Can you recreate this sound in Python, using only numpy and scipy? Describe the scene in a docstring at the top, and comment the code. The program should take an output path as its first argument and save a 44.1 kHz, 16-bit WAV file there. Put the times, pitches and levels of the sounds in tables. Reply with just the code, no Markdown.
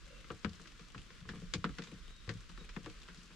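"""Light rain heard from inside a small wooden hunting blind. Throughout, filtered noise makes a faint rumble
of air and the hiss of rain on the field, and many tiny random ticks patter on the roof. A hoarse far call
of three blurred tones comes first. Then larger drops tap irregularly until the end: each is a click with
a short noisy rattle, while decaying sine waves let the boards and cabin ring low. After two seconds a far
bird gives two thin, gliding whistles; like the call, they trail a short echo from the trees."""
import sys
import numpy as np
from scipy import signal
from scipy.fft import rfft, irfft, next_fast_len
from scipy.io import wavfile
from scipy.ndimage import uniform_filter1d

SR = 44100
rng = np.random.default_rng(int(sys.argv[2]) if len(sys.argv) > 2 else 0)


def unload_wav(signal):
    """Save mono or channel-first audio to the path in sys.argv[1] as 16-bit WAV at rate SR, clipped to [-1, 1]."""
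    wavfile.write(
        sys.argv[1],
        SR,
        np.round(np.clip(np.atleast_2d(signal).T, -1, 1) * 32767).astype(np.int16),
    )


N = 147735

# Rumble of air, its colour: f/Hz, relative level per Hz/dB
RUMBLE_COLOUR = [(10, -23.5), (22, -3.5), (32, 7), (50, 4), (68, -11.5), (110, -21), (200, -36.5),
                 (600, -71)]
# Rumble of air, its rise and fall: t/s, level/dB
RUMBLE_LEVEL = [(0, -55.5), (.85, -61.5), (1.55, -54.5), (1.73, -48.5), (1.88, -69), (1.99, -51),
                (2.8, -53), (3.35, -62.5)]
# Rain on the field, its colour: f/Hz, relative level per Hz/dB
HISS_COLOUR = [(100, -6.5), (178, -7.5), (254, -12), (480, -21), (620, -24), (800, -35), (1070, -18),
               (1410, -15.5), (1900, -19), (3620, -19.5), (5200, -22.5), (7630, -27.5), (10000, -38.5),
               (12500, -43), (14800, -58.5)]
# Rain on the field, left against right: f/Hz, lean to the left/dB
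HISS_LEAN = [(200, -1.5), (700, -4), (2300, 6.5), (4300, 2), (8000, 0), (13000, -2)]
# How alike left and right are for sounds outside: f/Hz, correlation/1
FIELD_LIKENESS = [(30, 0.77), (110, 0), (350, 0.69), (1300, 0.68), (2500, 0.51), (4500, 0.31), (8000, 0),
                  (14000, 0)]
# How alike left and right are for sounds in the cabin: f/Hz, correlation/1
CABIN_LIKENESS = [(100, 0.82), (1000, 0.67), (2500, 0.58), (5000, 0.035), (10000, 0.37)]
# Tones of the far call: f/Hz, level before flutter and echo/dB
CALL_TONES = [(535, -65), (1640, -69), (2760, -66)]
# Whistles of the far bird: start t/s, length t/s, first f/Hz, middle f/Hz, last f/Hz,
# level before flutter and echo/dB
WHISTLES = [(2.003, .3, 3710, 3780, 3730, -68), (2.556, .085, 3950, 3810, 3600, -67)]
# Colour of the fine patter: f/Hz, relative level/dB
PATTER_COLOUR = [(300, -10.5), (750, 1.5), (1400, -9.5), (3000, 0), (5000, -7.5), (7500, -5),
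                 (10000, -12.5), (12500, -27), (15000, -29)]
# Colour shared by all taps: f/Hz, relative level/dB
TAP_COLOUR = [(100, -4.5), (290, -6.5), (460, -0.5), (680, -18.5), (1000, -0.5), (1450, 0.5), (2200, -0.5),
              (3500, 1), (5200, -0.5), (7500, -9.5), (10000, -26.5), (12500, -49), (15000, -50)]
# Typical delays of the echoes off the nearest walls: t/s
ECHO_DELAYS = [0.0016, .0032]
# Ringing of roof and cabin: f/Hz, relative level/dB, time to fall by 60 dB t/s
RING_MODES = [(80.8, -7.5, 0.13), (113.1, -6, 0.19), (149.7, -5.5, 0.16), (176.1, -4.5, 0.23),
              (209.7, -5, .15), (257.2, -9, 0.13), (307.7, -7.5, 0.14), (362.7, -8, 0.098),
              (432.2, -8.5, .13), (468, -8, 0.15), (509, -10.5, 0.11), (569, -19, .15), (716.5, -18, 0.13),
              (842, -19, 0.079), (1175, -14.5, 0.11)]
# Drops on the roof, levels before the shared trims: start t/s, tap level/dB, thump level/dB, boom level/dB,
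# knock level/dB, tick level/dB, lean of the tap to the left/dB, struck spot f/Hz, its panel f/Hz,
# swell of the ring/cycles, rattle's time to fall by 60 dB t/s
DROPS = [(0.2444, -50.5, -74, -70, -63, -66, 9, 2050, 260, 1.2, 0.046),
         (0.3036, -33, -45, -48, -40.5, -62, 8, 1180, 338, 2.3, 0.067),
         (0.4332, -59, -78, -75, -58, -63, 6, 3200, 300, 1.2, .05),
         (0.4471, -28, -34.5, -35, -38.5, -48.5, 14, 1460, 220, 0.89, 0.061),
         (0.4937, -57, -46, -70, -72, -55.5, 0, 4600, 80, 1.2, 0.033),
         (0.5552, -84, -73, -84, -73, -55, 3, 3900, 180, 1, 0.042),
         (0.597, -49, -67, -55.5, -59.5, -86, 1, 1110, 318, 2.4, 0.046),
         (0.6559, -48, -75, -63, -64, -66, 3, 1730, 300, 1.1, 0.051),
         (0.6732, -51, -67, -63, -75, -52, 7, 2430, 180, 0.89, .11),
         (0.7945, -48, -79, -54, -63, -58, 1, 1280, 175, 4.1, 0.056),
         (0.947, -39, -45, -48.5, -51.5, -65.5, 4.5, 1220, 255, 2.7, 0.077),
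         (0.9794, -45, -65, -63, -58.5, -53, 4, 2660, 310, 1.7, 0.084),
         (1.1046, -50, -71, -65, -64, -63, 2, 2030, 200, 1.2, 0.04),
         (1.212, -56, -54, -49.5, -74, -71, 2, 1400, 152, 2.1, 0.065),
         (1.253, -50, -47.5, -56, -58, -79, -1, 1197, 435, 2.5, 0.13),
         (1.2903, -35.5, -44.5, -44, -48, -49, 3.5, 1743, 196, 2, 0.12),
         (1.3353, -46.5, -50, -48.5, -51.5, -81, 6, 1100, 238, 1.8, 0.095),
         (1.3576, -49, -53.5, -49, -60.5, -61, 4, 2320, 115, 4.5, 0.11),
         (1.4189, -57, -53, -47.5, -52.5, -72.5, 3.5, 1280, 181, 2.2, .08),
         (1.5375, -30, -39, -42.5, -39, -31.5, 4.5, 2330, 173, 4.3, 0.075),
         (1.6425, -24.5, -52, -37, -36.5, -46, 0.5, 1390, 190, 2.3, 0.077),
         (1.6931, -43.5, -43.5, -39.5, -50.5, -72, 4, 1300, 270, 0.65, .08),
         (1.7846, -36, -58, -43, -43.5, -47.5, 1.5, 1460, 161.8, 3.87, 0.077),
         (1.8211, -45, -73.5, -56, -77, -49.5, 6, 2260, 197, 0.83, 0.042),
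         (1.8381, -45.5, -68, -66, -77, -49, 1, 7060, 200, 1.2, .1),
         (1.8723, -48, -69, -57, -61.5, -59, 4, 3670, 433, 3.7, 0.087),
         (1.918, -55, -48.5, -46, -54.5, -80, 12, 1450, 277, 3.2, .08),
         (2.2771, -53, -42.5, -70, -48.5, -62.5, 17, 1080, 113, 0.85, 0.1),
         (2.2922, -32.5, -44.5, -39, -42, -44, 9, 1860, 113, 0.98, 0.089),
         (2.349, -61, -46, -50, -62.5, -66, 5, 1250, 113, 0.6, 0.095),
         (2.4956, -48.5, -75, -57.5, -66, -59, 4, 1330, 190, 0.6, 0.08),
         (2.576, -47, -60, -57, -55, -64, 8, 1730, 216, 0.73, 0.054),
         (2.61, -53.5, -62, -48, -58, -78, 4, 1300, 455, 0.61, .08),
         (2.692, -44.5, -70.5, -64, -85, -52.5, 3, 2650, 179, 1.1, 0.1),
         (2.7645, -35, -47.5, -41, -44.5, -61.5, 9, 1170, 280, 1.4, 0.045),
         (2.8448, -49.5, -50, -54, -60, -56.5, 3.5, 2680, 310, 1.1, .074),
         (2.861, -41, -54, -62, -42.5, -58.5, 5.5, 1430, 314, 2.7, 0.071),
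         (2.8986, -52.5, -65, -59.5, -69, -54, 3.5, 2700, 460, 1.1, 0.095),
         (3.018, -53, -78, -86, -92, -55.5, 8, 3600, 180, 1.2, .08),
         (3.0859, -42, -71, -55.5, -70.5, -60, 0, 1470, 169, 4.3, .11),
         (3.1738, -63, -67, -55, -79, -52.5, 2, 4500, 165, 2.4, 0.32),
         (3.3047, -52, -70, -56, -64, -73, 3, 1410, 303, 1.3, .092)]

HISS_DB, HISS_FLICKER_DB = -59, 0.86
CALL_START_S, CALL_LENGTH_S = 0.033, 0.19
CALL_ARCH, CALL_WAVER = 0.028, 0.02  # shares of the pitch
WHISTLE_WAVER, WHISTLE_FLUTTER_DB = 0.014, 3.5  # waver is a share of the pitch
WOOD_ECHO_DB, WOOD_T60_S = 1.5, 0.52
PATTER_PER_S, PATTER_T60_S, PATTER_SCATTER_DB = 70, 0.066, 4.5
PATTER_DB, PATTER_RING_DB = -68.5, -71
PATTER_PITCH_HZ, PATTER_SPOT_DB = 3230, 11
# Shared trim of all taps, then the two pitches between which the treble is tilted
TAP_DB, TAP_HZ, TICK_HZ = -16, 1710, 5870
PLAIN_TICK_DB = -2  # tick minus tap level that leaves the treble untilted
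CLICK_DB, ECHO_DB, RATTLE_RISE_S = -8.5, -17.5, 0.00035  # levels against crack and rattle
CRACK_DB, CRACK_T60_S = 4, 0.0043  # the struck board's own crack, against the rattle
SPOT_DB, SPOT_WIDTH = 6, 1.246  # lift at the struck spot's pitch, reach as a frequency ratio
THUMP_HZ, BOOM_HZ, KNOCK_HZ = 113.5, 174, 366  # where each drop's three low levels apply
RING_DB, RING_SCATTER_DB, RING_PAN_DB = 1, 1.5, 3.5
RING_DETUNE = 0.0095  # typical share of the pitch
# Modes near the panel's pitch ring louder and longer; width is in natural-log frequency
PANEL_DB, PANEL_WIDTH, PANEL_SUSTAIN = 6.5, 0.11, 0.072
TOP_HZ = 14900


def undb(db):
    """Turn decibels into gain."""
    return 10 ** (np.asarray(db) / 20)


def level(x, db):
    """Scale a sound so that its average (rms) strength is the given level."""
    return x * undb(db) / np.sqrt(np.mean(x ** 2))


def along(points, n):
    """Read a table of frequency and value at every bin of an n-point spectrum."""
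    hz, value = np.array(points, float).T
    bins_hz = np.arange(n // 2 + 1) * SR / n
    return np.interp(np.log(bins_hz + 1), np.log(hz), value)


def colour(x, points):
    """Filter a sound to the levels in a table, without any sound ahead of its start."""
    n = x.shape[-1]
    size = 2 * next_fast_len(n)
    cepstrum = irfft(np.log(undb(along(points, size))))
    # Folding the cepstrum gives the minimum-phase filter
    cepstrum[1:size // 2] *= 2
    cepstrum[size // 2 + 1:] = 0
    response = np.exp(rfft(cepstrum))
    return irfft(rfft(x, size) * response)[..., :n]


def sides(db):
    """Left and right gains that differ by the given level; positive leans left."""
    return undb(np.array([[1], [-1]]) * db / 2)


def stereo_noise(n, likeness):
    """Left and right noise whose likeness depends on frequency, mixed from a middle and a side part."""
    c = np.clip(along(likeness, n), -1, 1)
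    mid, side = rfft(rng.standard_normal((2, n)))
    middle_part = mid * np.sqrt(1 + c)
    side_part = np.array([[1], [-1]]) * side * np.sqrt(1 - c)
    return irfft((middle_part + side_part) / np.sqrt(2), n)


def walk(rate):
    """Smooth random wandering with about `rate` new targets a second and a spread near 1."""
    k = int(SR / rate)
    steps = np.repeat(rng.standard_normal(N // k + 1), k)
    smooth = uniform_filter1d(steps, k)[:N]
    return smooth / smooth.std()


def fade(t, t60):
    """Exponential decay that falls by 60 dB in t60 seconds."""
    return np.exp(-np.log(1000) * t / t60)


def add(out, x, start):
    """Mix a sound in at a time in seconds."""
    i = max(int(start * SR), 0)
    out[:, i:i + x.shape[1]] += x[:, :N - i]


def air():
    """Moving air: low noise that rises and falls unevenly, at times abruptly."""
    rumble = level(colour(stereo_noise(N, FIELD_LIKENESS), RUMBLE_COLOUR), 0)
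    level_t, level_db = np.array(RUMBLE_LEVEL).T
    return rumble * undb(np.interp(np.arange(N) / SR, level_t, level_db))


def field_rain():
    """Rain on grass and trees: countless drops merge into a steady hiss with a slight flicker."""
    hiss = colour(stereo_noise(N, FIELD_LIKENESS), HISS_COLOUR)
    hiss = irfft(rfft(hiss) * sides(along(HISS_LEAN, N)), N)
    return level(hiss, HISS_DB) * undb(HISS_FLICKER_DB * walk(19))


def far_call():
    """A hoarse animal call: its pitch arches and wavers, and each tone is blurred by random swelling."""
    out = np.zeros((2, N))
    swell = np.sin(np.linspace(0, np.pi, int(CALL_LENGTH_S * SR)))
    n = len(swell)
    bend = 1 + CALL_ARCH * (swell - 1) + CALL_WAVER * walk(200)[:n]
    stretched_t = np.cumsum(bend) / SR
    voice = 0
    for hz, db in CALL_TONES:
        voice = voice + undb(db) * walk(107)[:n] * np.sin(2 * np.pi * hz * stretched_t)
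    add(out, voice * swell * sides(2), CALL_START_S)
    return out


def bird():
    """Thin whistles: single gliding tones that swell and fade while pitch and level flutter."""
    out = np.zeros((2, N))
    for start, length, first_hz, middle_hz, last_hz, db in WHISTLES:
        progress = np.linspace(0, 1, int(length * SR))
        n = len(progress)
        glide_hz = np.interp(progress, [0, .5, 1], [first_hz, middle_hz, last_hz])
        hz = glide_hz * (1 + WHISTLE_WAVER * walk(170)[:n])
        flutter = undb(db + WHISTLE_FLUTTER_DB * walk(90)[:n])
        whistle = np.sin(2 * np.pi * np.cumsum(hz) / SR)
        add(out, flutter * np.sin(np.pi * progress) * whistle * sides(1.7), start)
    return out


def through_trees(x):
    """Trunks scatter a far sound into a short diffuse tail, made of fading noise."""
    t = np.arange(SR // 2) / SR
    tail = rng.standard_normal((2, len(t))) * fade(t, WOOD_T60_S)
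    tail = tail / np.sqrt(np.sum(tail ** 2) / 2)
    echo = signal.fftconvolve(x, tail, axes=1)[:, :N]
    return x + undb(WOOD_ECHO_DB) * echo


def patter():
    """Tiny drops at random times: each ticks at its own pitch and pushes the roof into a low murmur."""
    n = SR // 16
    t = np.arange(n) / SR
    ticks, pushes = np.zeros((2, N)), np.zeros((2, N))
    count = 600  # more than enough to fill the scene
    starts = np.cumsum(rng.exponential(size=count)) / PATTER_PER_S
    sizes, pans = rng.standard_normal(count), rng.standard_normal(count)
    octaves = rng.uniform(-1.18, 1, count)
    rattles = stereo_noise(n * count, CABIN_LIKENESS).reshape(2, count, n)
    for k, start in enumerate(starts):
        if start < N / SR:
            gain = undb(PATTER_SCATTER_DB * min(sizes[k], 2)) * sides(2 + 3 * pans[k])
            tick = rattles[:, k] * fade(t, PATTER_T60_S)
            tick[:, 0] += undb(22.5)  # sharp click at the start
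            hz = PATTER_PITCH_HZ * 2 ** octaves[k]
            tick = colour(tick, [(hz / 2, 0), (hz, PATTER_SPOT_DB), (hz * 2, 0)])
            add(ticks, gain * tick, start)
            add(pushes, gain, start)
    roof_ring = ring(-9, 0, -1.3, panel_hz=BOOM_HZ, swell_cycles=0.67)
    murmur = signal.fftconvolve(pushes, roof_ring, axes=1)[:, :N]
    return level(colour(ticks, PATTER_COLOUR), PATTER_DB) + level(murmur, PATTER_RING_DB)


def tap(tap_db, tick_db, pan_db, spot_hz, t60):
    """The impact: a click, echoes off the nearest walls and a dense rattle, coloured by the struck spot."""
    n = SR // 6
    t = np.arange(n) / SR
    noise = stereo_noise(n, CABIN_LIKENESS) * (1 - np.exp(-t / RATTLE_RISE_S))
    crack = undb(CRACK_DB) * fade(t, CRACK_T60_S) * sides(pan_db / 2)
    x = noise * (fade(t, t60) + crack)
    x = x / np.sqrt(np.sum(x ** 2) / 2)
    x[:, :1] -= undb(CLICK_DB) * sides(pan_db)
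    for delay in ECHO_DELAYS:
        x[:, int(delay * rng.uniform(.6, 1.4) * SR)] += undb(ECHO_DB) * rng.choice([-1, 1])
    x = colour(x, [(spot_hz / SPOT_WIDTH, 0), (spot_hz, SPOT_DB), (spot_hz * SPOT_WIDTH, 0)])
    x = level(colour(x, TAP_COLOUR), tap_db + TAP_DB) * sides(pan_db / 2)
    # Tilt the treble: more tick makes a brighter tap
    return colour(x, [(TAP_HZ, 0), (TICK_HZ, tick_db - tap_db - PLAIN_TICK_DB)])


def ring(thump_db, boom_db, knock_db, panel_hz, swell_cycles):
    """Roof and cabin swell and ring as fading sines; the struck panel favours modes near its own pitch."""
    t = np.arange(SR // 2) / SR
    push_hz = np.log([THUMP_HZ, BOOM_HZ, KNOCK_HZ])
    out = 0
    for hz, db, t60 in RING_MODES:
        size, detune, phase = rng.standard_normal(3)
        near = np.exp(-(np.log(hz / panel_hz) / PANEL_WIDTH) ** 2)  # 1 at the panel's pitch
        push_db = np.interp(np.log(hz), push_hz, [thump_db, boom_db, knock_db]) + PANEL_DB * near
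        swing = np.sin(2 * np.pi * (hz * (1 + RING_DETUNE * detune) * t + phase))
        swell_s = swell_cycles / hz
        decay = fade(np.maximum(t - swell_s, 0), t60 * (1 + PANEL_SUSTAIN * near))
        shape = np.minimum(t / swell_s, 1) * decay
        out = out + undb(db + push_db + RING_SCATTER_DB * size) * swing * shape
    return out * undb(RING_DB) * sides(RING_PAN_DB)


def roof_drops():
    """The drops that stand out: each joins a sharp tap to the low ring of the wood it strikes."""
    out = np.zeros((2, N))
    for (start, tap_db, thump_db, boom_db, knock_db, tick_db,
         pan_db, spot_hz, panel_hz, swell_cycles, t60) in DROPS:
        add(out, tap(tap_db, tick_db, pan_db, spot_hz, t60), start)
        add(out, ring(thump_db, boom_db, knock_db, panel_hz, swell_cycles), start)
    return out


def scene():
    """Air, rain and far animals outside; patter and larger drops overhead."""
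    outside = air() + field_rain() + through_trees(far_call() + bird())
    return outside + patter() + roof_drops()


def record(dry):
    """Cut the highest treble with a steep low-pass filter."""
    low_pass = signal.ellip(8, .2, 70, TOP_HZ, fs=SR, output="sos")
    return signal.sosfilt(low_pass, dry)


dry = scene()
out = record(dry)
unload_wav(out)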